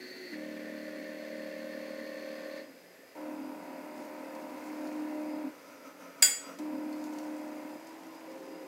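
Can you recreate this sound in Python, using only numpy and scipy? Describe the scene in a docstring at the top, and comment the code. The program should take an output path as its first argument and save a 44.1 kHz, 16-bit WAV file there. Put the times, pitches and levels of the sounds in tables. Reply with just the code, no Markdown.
"""Homemade robot arm at work

A carpeted room, a small microphone close to the arm. Stepper motors lift, lower and lift it again,
jolting the frame into a buzzing drone over grinding gears. Lighter motors whine before and after,
and the powered coils sizzle. Between the swings down and up, a servo works the gripper, which drops
a small metal part into a glass dish with one sharp, ringing click."""
import sys
import numpy as np
from scipy import signal
from scipy.fft import rfft, irfft, next_fast_len
from scipy.io import wavfile
from scipy.ndimage import uniform_filter1d, map_coordinates

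SR = 44100
rng = np.random.default_rng(int(sys.argv[2]) if len(sys.argv) > 2 else 0)


def dump_mix(stems):
    """Bounce the given channels to the path in sys.argv[1] as a 16-bit WAV at rate SR."""
    frames = np.atleast_2d(stems).T  # one column per channel
    limited = np.clip(frames, -1, 1)  # hard clip at full scale
    pcm = np.round(limited * 32767).astype(np.int16)
    wavfile.write(sys.argv[1], SR, pcm)


N = 382347
T = np.arange(N) / SR
CYCLE_HZ, STEPS_PER_CYCLE, FIRST_STEP_S = 38.02, 8, 0.326  # the stepper drive

# the stepper's first lift: start_s, stop_s
LIFT_RUNS = [(.32, 2.59)]
# its swings, down and then up: start_s, stop_s
SWING_RUNS = [(3.152, 5.485), (6.583, 7.765)]
# high modes of the motor housings: pitch_hz, width_hz, level_db
COIL_MODES = [(4250, 34, -4), (4335, 25, 0), (4400, 19, 2.5), (4485, 24, -4), (4770, 19, -8)]
# spectrum of the booming side plates: frequency_hz, level_db
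PLATE_SPECTRUM = [(150, -36.5), (235, -17), (268, 3.5), (300, -19), (345, -13), (500, -68)]


def amp(db):
    """Decibels to gain."""
    return 10 ** (np.asarray(db) / 20)


def unit(x):
    """Scale to rms 1."""
    return x / np.sqrt(np.mean(x ** 2) + 1e-20)


def along(points, hz):
    """Read (frequency_hz, value) points on a log frequency axis."""
    frequencies, values = np.transpose(points)
    return np.interp(np.log(hz + 1), np.log(frequencies + 1), values)


def wobble(knots_per_s, t=T):
    """A smooth random curve."""
    return map_coordinates(rng.standard_normal(int(t[-1] * knots_per_s) + 5), [t * knots_per_s])


def progress(start, stop):
    """0 at the start of a run, rising evenly to 1 at its stop."""
    return np.clip((T - start) / (stop - start), 0, 1)


def swell(middle_s, half_length_s):
    """A smooth bump of height 1."""
    return np.exp(-.5 * ((T - middle_s) / half_length_s) ** 2)


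def surge(cycles, depth):
    """A gain that peaks once a cycle."""
    return np.exp(depth * np.cos(2 * np.pi * cycles))


def running(runs, rise_s, fall_s):
    """1 while a motor runs, dying away after each stop."""
    return sum(progress(on, on + rise_s) * np.exp(-np.maximum(T - off, 0) / fall_s) for on, off in runs)


def filtered(x, response):
    """Filter x by a gain given as a function of frequency."""
    size = next_fast_len(N + SR // 2)
    return irfft(rfft(x, size) * response(np.fft.rfftfreq(size, 1 / SR)), size)[:N]


def noise(spectrum, drive=1):
    """Coloured noise of rms 1, excited in proportion to drive."""
    return unit(filtered(drive * rng.standard_normal(N), lambda hz: amp(along(spectrum, hz))))


def resonant(modes, drive=1):
    """Noise of rms 1 ringing in narrow modes of alternating sign."""
    def response(f):
        return sum((-1) ** k * amp(db) * 1j * f * width / (hz * hz - f * f + 1j * f * width)
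                   for k, (hz, width, db) in enumerate(modes))
    return unit(filtered(drive * rng.standard_normal(N), response))


def drive_cycles(slop):
    """Drive cycles since the first step; the rotor hunts slightly about its clocked position."""
    return CYCLE_HZ * (T - FIRST_STEP_S) + slop * (wobble(12) + wobble(45))


def whines():
    """Light motors each sing one unsteady tone; the first also whirrs and rings its gears."""
    # light motor runs: start_s, stop_s, first_pitch_hz, last_pitch_hz, level_db
    runs = [(0, 0.321, 370.7, 348, -51), (7.768, 8.632, 322.4, 313.5, -53), (8.272, 8.647, 530, 530, -50.5)]
    # the first motor's gear tones: pitch_hz, width_hz, level_db
    gear_modes = [(1440, 18, -9), (1600, 32, -22), (1730, 25, -10), (1886, 33, 1), (2033, 18, 2.5),
                  (2650, 44, -11), (4160, 27, -2), (4320, 16, -7), (4450, 20, -6), (4470, 11, 7),
                  (4660, 14, -6)]
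    # its whirr: frequency_hz, level_db
    whirr_spectrum = [(110, -36), (190, -11), (260, 3.5), (350, -3.0), (450, -8), (540, -9),
                      (800, -28), (1300, -32.5)]
    tones = np.zeros(N)
    for start, stop, first_hz, last_hz, db in runs:
        hz = first_hz + (last_hz - first_hz) * progress(start, stop) ** 3.1  # a slowing motor sags late
        phase = 2 * np.pi * np.cumsum(hz * (1 + 0.005 * wobble(30))) / SR
        level = running([(start, stop)], rise_s=0.012, fall_s=0.028) * amp(db + 1.7 * wobble(25))
        tones += level * unit(np.sin(phase))
    whirr = amp(-53.5) * noise(whirr_spectrum)
    gear_ring = amp(-51.5) * resonant(gear_modes)
    return tones + running([runs[0][:2]], rise_s=0.0012, fall_s=0.018) * (whirr + gear_ring)


def coils():
    """Chopped coil current makes the motor housings sizzle and whistle, even at rest."""
    # coils under current: on_s, off_s, low_ring_gain_db, high_ring_gain_db
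    runs = [(0, 0.34, -54, -57), (.33, 2.61, -53.5, -61.5), (2.63, 3.33, -62.5, -77),
            (3.62, 5.45, -62, -74.5), (5.47, 9.3, -63.5, -80)]
    # low modes of the motor housings: pitch_hz, width_hz, level_db
    housing_modes = [(1436, 26, -9), (1554, 43, -6.5), (1733, 36, -4), (1808, 19, -2), (1885, 38, -7.5),
                     (1995, 75, -5), (2325, 45, -10), (2670, 93, -12.5)]
    # spectra of the low ring, high ring, whistle and idle noise: frequency_hz, level_db
    low_spectrum = [(1100, -45), (1550, -11.5), (1800, -4.5), (2050, -1), (2420, -6.5), (2680, -10),
                    (3000, -19), (5000, -38)]
    high_spectrum = [(2800, -23), (3900, -13), (4250, -10), (4480, -8), (4750, -13), (5400, -23),
                     (6200, -17), (9000, -45)]
    whistle_spectrum = [(4100, -31), (4420, -9), (4650, -28), (4820, -7.5), (4950, 3.5), (5090, -11),
                        (5500, -42)]
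    idle_spectrum = [(25, 2.5), (70, -30), (130, -20), (270, -7.5), (420, -8.5), (530, -1), (800, -15.5),
                     (1300, -20), (2100, -24), (3300, -25.5), (6300, -26), (8700, -29), (10500, -31),
                     (12300, -23), (14300, -36), (15500, -32)]
    # in the lift the low ring pulses with the drive and the high ring grows
    lifting = running(LIFT_RUNS, rise_s=.01, fall_s=.03)
    pulsing = surge(drive_cycles(slop=0.035) - .44, depth=0.1 * lifting)
    growth_db = 4 * lifting * progress(*LIFT_RUNS[0]) ** 2
    chatter = surge(179 * T, depth=0.17) * np.exp(0.17 * wobble(300))
    low = amp(-4) * noise(low_spectrum, chatter * pulsing)
    low += amp(-3.5 + 1.1 * wobble(40)) * resonant(housing_modes, chatter * pulsing)
    high = amp(-2.5) * noise(high_spectrum, chatter) + amp(-5) * resonant(COIL_MODES, chatter)
    high *= amp(growth_db)
    sizzle = np.zeros(N)
    for on, off, low_db, high_db in runs:
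        powered = running([(on, off)], rise_s=0.0025, fall_s=0.012)
        sizzle += powered * (amp(low_db) * low + amp(high_db) * high)
    whistle = amp(-70.5 + 2.1 * wobble(9)) * noise(whistle_spectrum)
    return sizzle + whistle + amp(-55.5) * noise(idle_spectrum)


def frame_buzz(overtones, cycles, size=2048):
    """Each drive cycle jolts the frame, which rings on until the next jolt."""
    multiples = np.arange(size // 2 + 1)
    gain = amp(np.interp(multiples, *np.transpose(overtones), left=-45, right=-70))
    cepstrum = irfft(np.log(gain))
    jolt = irfft(np.exp(rfft(2 * cepstrum[1:size // 2], size)))  # minimum phase: the energy comes first
    return unit(np.interp(cycles % 1 * size, np.arange(size), jolt - jolt.mean()))


def registers(x, edges_hz=(420, 720)):
    """The low, middle and top parts of x, each of rms 1."""
    low, below_top = [filtered(x, lambda hz: 1 / (1 + (hz / edge) ** 20)) for edge in edges_hz]
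    return unit(low), unit(below_top - low), unit(x - below_top)


def teeth(cycles, depth):
    """Gear teeth bite hardest twice a drive cycle."""
    return surge(2 * cycles, depth)


def lift():
    """The stepper raises the forearm; its throbbing buzz brightens as the arm rises."""
    # the frame's answer to one drive cycle: cycle_rate_multiple, level_db
    overtones = [(3, -47), (4, -34), (5, -6.5), (6, -1.5), (7, -7.5), (8, -18), (9, -22), (10, -12),
                 (11, -16), (12, -20), (13, -19.5), (14, 3), (15, -4.5), (16, 1.5), (17, -10), (18, -27),
                 (20, -16), (22, -44), (27, -27), (28, -18), (29, -35), (30, -15.5), (32, -35), (37, -46),
                 (38, -22), (39, -50), (40, -21), (45, -46), (48, -14.5), (50, -41), (55, -39), (63, -47),
                 (70, -29), (80, -79)]
    # drone, middle buzz, top overtones, step tone and grind: start_db, stop_db, power_of_height
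    layers = [(-50, -60, 2.3), (-48, -47.5, 0.84), (-68, -57.5, 0.8), (-41.5, -51.5, 0.32), (-53, -52, 1.8)]
    start, stop = LIFT_RUNS[0]
    spin_up_s, top_lag_s = 0.058, 0.011
    height = progress(start, stop)
    drone_db, middle_db, top_db, tone_db, grind_db = [
        first + (last - first) * height ** power for first, last, power in layers]
    # the gears' grind under the lift: frequency_hz, level_db
    grind_spectrum = [(100, -55), (160, -17), (230, 6), (320, -1), (450, 1), (570, -1.5), (760, -10),
                      (1100, -10.5), (1330, -15.5), (1820, -9.5), (2600, -20), (3400, -15.5), (4400, -28),
                      (5500, -25.5), (9000, -30)]
    cycles = drive_cycles(slop=0.0014)
    low, middle, top = registers(frame_buzz(overtones, cycles))
    buzz = amp(drone_db + 1.4 * wobble(7.24)) * low
    buzz += amp(middle_db + 0.7 * wobble(30.65)) * progress(start, start + spin_up_s) * middle
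    buzz += amp(top_db) * np.interp(T - top_lag_s, T, top)
    step_tone = amp(tone_db + 0.39 * wobble(7.94)) * unit(np.sin(2 * np.pi * STEPS_PER_CYCLE * cycles))
    grind = amp(grind_db) * noise(grind_spectrum, teeth(cycles - .2, depth=.45))
    slack = 1 - 0.22 * np.exp(7.2 * (np.cos(2 * np.pi * (cycles - 0.92)) - 1))  # a dip before each jolt
    return running(LIFT_RUNS, rise_s=0.0046, fall_s=0.068) * slack * (buzz + step_tone + grind)


def rasp():
    """The gearbox rasps through the lift in short, uneven bursts, pulsing with the teeth."""
    # close gearbox modes: pitch_hz, width_hz, level_db
    gearbox_modes = [(1766, 22, -2), (1828, 9.9, 4.5), (1980, 12, -5)]
    bursts = amp(4 * np.tanh(wobble(28))) * teeth(drive_cycles(slop=0.036) - .2, depth=0.26)
    level = amp(-57.5) * running(LIFT_RUNS, rise_s=.02, fall_s=.03)
    return level * unit(bursts * resonant(gearbox_modes))


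def singing(buzz, edge_s=0.06, half_width_hz=22.4):
    """The frame resonates with one overtone after another as the arm changes shape."""
    # resonances in certain poses: start_s, stop_s, pitch_hz, gain_db
    poses = [(1.37, 2.64, 554, 6), (1, 2.75, 554, 2), (1.3, 2.75, 1064, 3), (0.82, 1.7, 600, 2),
             (3.84, 4.14, 590, 7), (4.29, 4.4, 532, 7), (5.1, 5.55, 608, 2.5), (5.9, 6.7, 608, 2.5),
             (7.5, 7.5, 600, 3)]
    out = buzz.copy()
    for start, stop, ring_hz, db in poses:
        held = (np.tanh((T - start) / edge_s) - np.tanh((T - stop) / edge_s)) / 2
        overtone = filtered(buzz, lambda hz: 1 / (1 + ((hz - ring_hz) / half_width_hz) ** 4))
        out += (amp(db * held) - 1) * overtone
    return out


def shudders():
    """The side plates shake briefly as the arm jerks."""
    # shakes of the plates: middle_s, half_length_s, level_db
    shakes = [(.98, .04, -49), (2.678, .046, -53.5), (3.41, .03, -46.5), (3.73, 0.049, -51),
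              (4.003, 0.036, -46.5), (4.52, 0.06, -47), (5.47, 0.017, -41), (6.594, 0.016, -44),
              (6.748, 0.016, -44), (6.872, .018, -43)]
    return sum(amp(db) * swell(s, half_length) for s, half_length, db in shakes) * noise(PLATE_SPECTRUM)


def drifting(x, depth_db, size=4096):
    """Each overtone of x swells and fades on its own as the arm changes shape."""
    spectra = signal.stft(x, nperseg=size)[2]
    drift = uniform_filter1d(rng.standard_normal(spectra.shape), size=5, axis=0)  # smooth in frequency
    drift = uniform_filter1d(drift, size=3, axis=1)  # and in time
    return signal.istft(spectra * amp(depth_db * unit(drift)), nperseg=size)[1][:N]


def swing():
    """The arm swings down, then up; under load the step tone swells and the side plates boom along."""
    # the frame's answer to one drive cycle: cycle_rate_multiple, level_db
    overtones = [(3, -38), (4, -33), (5, -10), (6, -0.5), (7, -2.5), (8, -15), (9, -4), (10, -7), (11, -21),
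                 (12, -31), (13, -25), (14, 10), (15, -4), (16, 9.5), (17, -18.5), (18, 1.5), (20, 0.5),
                 (21, -23.5), (22, 3), (23, -8.5), (24, 6), (25, 4.5), (26, 3.5), (27, -14), (29, -39),
                 (30, -9), (32, -28), (35, -9), (37, -26), (39, -10.5), (44, -42), (55, -15.5), (65, -45),
                 (67, -16), (69, -42), (80, -50)]
    # load on the stepper going down and up, as a gain on its step tone: time_s, gain_db
    load_down = [(3.17, -55), (3.23, -42.5), (3.451, -43), (3.62, -52), (4.66, -47), (4.67, -43),
                 (5.04, -38), (5.46, -39.5)]
    load_up = [(6.61, -38.5), (7.22, -40), (7.74, -45.5)]
    load_db = np.interp(T, *np.vstack([load_down, load_up]).T)
    extra_db = load_db - np.mean([db for s, db in load_down])
    cycles = drive_cycles(slop=0.0018) - .35
    low, middle, top = registers(drifting(frame_buzz(overtones, cycles), depth_db=1.5))
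    buzz = amp(-55 + 0.25 * extra_db + 0.57 * wobble(3.99)) * low
    buzz += amp(-50.5 + 2.2 * wobble(11)) * middle
    buzz += amp(-54 + 0.3 * wobble(13)) * top
    tone_db = load_db - 0.5 + 0.94 * wobble(12)
    step_tone = amp(tone_db) * unit(np.sin(2 * np.pi * STEPS_PER_CYCLE * cycles))
    boom = amp(-53.5 + 0.48 * extra_db) * noise(PLATE_SPECTRUM)
    return running(SWING_RUNS, rise_s=0.013, fall_s=0.019) * (buzz + step_tone + boom)


def gears():
    """Gears and belts grind through both swings, then creep on and growl in a last, slow move."""
    # spectra of the gears swinging, creeping and growling: frequency_hz, level_db
    swing_spectrum = [(100, -44), (180, -16.5), (280, -9), (420, -15.5), (560, -11), (760, -13.5),
                      (1000, -11), (1130, -19.5), (1450, -16.5), (1750, -22), (2150, -19.5), (2700, -23.5),
                      (3100, -33.5), (6000, -38)]
    creep_spectrum = [(100, -43), (180, -19), (280, -5), (420, -26), (580, -7.5), (800, -11.5), (980, -6.5),
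                      (1130, -20.5), (1450, -19), (1750, -23), (2150, -22.5), (2700, -23.5), (3400, -33),
                      (6000, -46)]
    growl_spectrum = [(115, -50), (165, -5.5), (215, -22), (260, 0), (305, 5), (360, 1), (460, 0),
                      (520, -12), (700, -46)]
    # they grind harder as they take up their slack, and bind as the arm reaches down
    take_up_db = 1.5 * sum((T >= on) * np.exp(-np.abs(T - on) / 0.055) for on, off in SWING_RUNS)
    bind_db = 2.5 * swell(middle_s=4.77, half_length_s=0.34)
    swinging = amp(-52.5 + take_up_db + bind_db) * running(SWING_RUNS, rise_s=0.0032, fall_s=0.045)
    creeping = amp(-52.5) * running([(SWING_RUNS[-1][1], T[-1])], rise_s=0.049, fall_s=.05)
    bite = teeth(drive_cycles(slop=0.083), depth=0.18)
    grind = swinging * noise(swing_spectrum, bite) + creeping * noise(creep_spectrum, bite)
    growl = amp(-52) * progress(8.22, 8.35) * noise(growl_spectrum)
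    return grind + growl


def joints(tick_t60_s=0.038):
    """Joints and cables rub grainily and tick now and then; some ticks ring the motor housing."""
    # spells of rubbing: middle_s, half_length_s, level_db
    rubs = [(4.01, 0.054, -64), (4.775, 0.34, -65), (7.154, 0.14, -68.5), (8, 1, -67)]
    # joint ticks: start_s, scrape_db, ring_db
    ticks = [(3.979, -56, -73), (4.351, -53, -65.5), (4.576, -69, -75), (4.872, -52, -58),
             (6.588, -44, -64), (6.927, -54, -53), (7.04, -46.5, -57), (7.135, -53, -60),
             (7.186, -46.5, -57), (7.87, -51, -64)]
    # spectrum of the scraping: frequency_hz, level_db
    scrape_spectrum = [(1500, -11), (3500, -7.5), (4700, -5), (6500, -3), (10000, -13), (15500, -16.5)]
    scrape, ring = noise(scrape_spectrum), resonant(COIL_MODES)
    rubbing = sum(amp(db) * swell(s, half_length) for s, half_length, db in rubs)
    out = rubbing * noise(scrape_spectrum, drive=amp(3.7 * wobble(250)))
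    for start, scrape_db, ring_db in ticks:
        decay = (T >= start) * amp(-60 * np.abs(T - start) / tick_t60_s)
        out += decay * (amp(scrape_db) * scrape + amp(ring_db) * ring)
    return out


def gripper():
    """A small servo whirrs as it works the jaws."""
    # the servo's run: start_s, stop_s
    runs = [(5.49, 6.55)]
    # its whirr: frequency_hz, level_db
    whirr_spectrum = [(110, -42), (165, -5), (210, -8.5), (290, 9.5), (380, -16), (520, 5), (640, 0.5),
                      (780, -13), (980, 1), (1130, -10.5), (1320, 2.5), (1550, -9), (1850, -20),
                      (2150, -8.5), (2500, -10.5), (3300, -22.5), (5000, -26), (5900, -14), (7500, -27)]
    return running(runs, rise_s=0.03, fall_s=0.02) * amp(-54.5 + 3.2 * wobble(16)) * noise(whirr_spectrum)


def flutter(t, knots_per_s=60, rise_s=0.025):
    """Each ringing tone of the dish wavers in strength and phase as room reflections interfere."""
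    share = 0.27 * (1 - np.exp(-t / rise_s))
    waver = (wobble(knots_per_s, t) + 1j * wobble(knots_per_s, t)) / np.sqrt(2)
    return np.sqrt(1 - share) + np.sqrt(share) * waver


def dish_click(crack_t60_s=0.05, ring_rise_s=0.00068):
    """The metal part touches the dish, then lands: both contacts crack and the glass rings in the room."""
    # a light touch, then the full blow: start_s, relative_level_db
    contacts = [(6.2228, -5), (6.2257, -2)]
    # spectrum of metal striking glass: frequency_hz, level_db
    crack_spectrum = [(100, -50), (400, -14), (750, -8.5), (1200, -13.5), (1560, -1), (2400, -2.5),
                      (3900, -12.5), (4900, -3), (5900, -14), (7200, 2.5), (9000, -1), (10500, -10),
                      (12000, -10.5), (14300, -10), (15800, -10.5)]
    # the dish's modes, the strongest in close pairs that beat: pitch_hz, level_db, t60_s
    glass_modes = [(1497, -33, .26), (1610, -31, .12), (1906, -37, .45), (3323, -26.5, .37),
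                   (4821, -14.5, .18), (4812, -40, .55), (4950, -28, .13), (6620, -23, .08),
                   (6713, -30, .47), (7054, -14.5, .19), (7061, -33, .43), (7330, -36, .22),
                   (7725, -39, .35), (7840, -14, .06), (7861, -23, .35), (8382, -33, .17), (8619, -36, .21),
                   (8852, -28, .3), (9184, -35, .14), (9641, -37, .15), (10058, -40, .31), (11175, -38, .3),
                   (12240, -39, .28), (12980, -36, .24), (13330, -36, .2), (13590, -37, .27),
                   (13810, -36, .2), (14127, -36, .2), (14346, -32, .23), (15180, -35, .16)]
    blows = sum((T >= s) * amp(db - 60 * np.abs(T - s) / crack_t60_s) for s, db in contacts)
    crack = amp(-17) * blows * noise(crack_spectrum)
    t = np.arange(SR // 2) / SR
    glass = sum(amp(db - 60 * t / t60) * np.imag(flutter(t) * np.exp(2j * np.pi * hz * t))
                for hz, db, t60 in glass_modes)
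    onset = round(np.mean([s for s, db in contacts]) * SR)
    ring = np.zeros(N)
    ring[onset:onset + len(t)] = amp(-1) * glass * (1 - np.exp(-t / ring_rise_s))
    return ring + amp(-11) * room(ring) + crack + amp(-2.5) * room(crack)


def room(x):
    """The carpeted room answers after 5 ms; the treble dies first."""
    # reverberation times: frequency_hz, t60_s
    decay_times = [(200, 0.7), (1500, 0.46), (5000, 0.42), (15000, 0.29)]
    hz, t, spectra = signal.stft(rng.standard_normal(SR // 2), SR, nperseg=256)
    decay = amp(-60 * t / along(decay_times, hz)[:, None])
    tail = signal.istft(spectra * decay, SR, nperseg=256)[1]
    return signal.fftconvolve(x, np.pad(tail, (SR // 200, 0)) / np.linalg.norm(tail))[:N]


def scene():
    """The arm from close by, in mono, with the room answering its noises."""
    noises = gears() + coils() + gripper() + joints()
    arm = singing(lift() + swing()) + rasp() + shudders() + whines()
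    return (arm + dish_click() + amp(-1) * noises + amp(-7) * room(noises))[None]


def record(dry, bass_cut_hz=105, top_hz=15800):
    """A small microphone drops the bass and keeps nothing above its band limit."""
    thin = signal.sosfilt(signal.butter(3, bass_cut_hz, "high", fs=SR, output="sos"), dry[0])
    return filtered(thin, lambda hz: np.clip((top_hz - hz) / 300 + .5, 0, 1))[None]


dry = scene()
out = record(dry)
dump_mix(out)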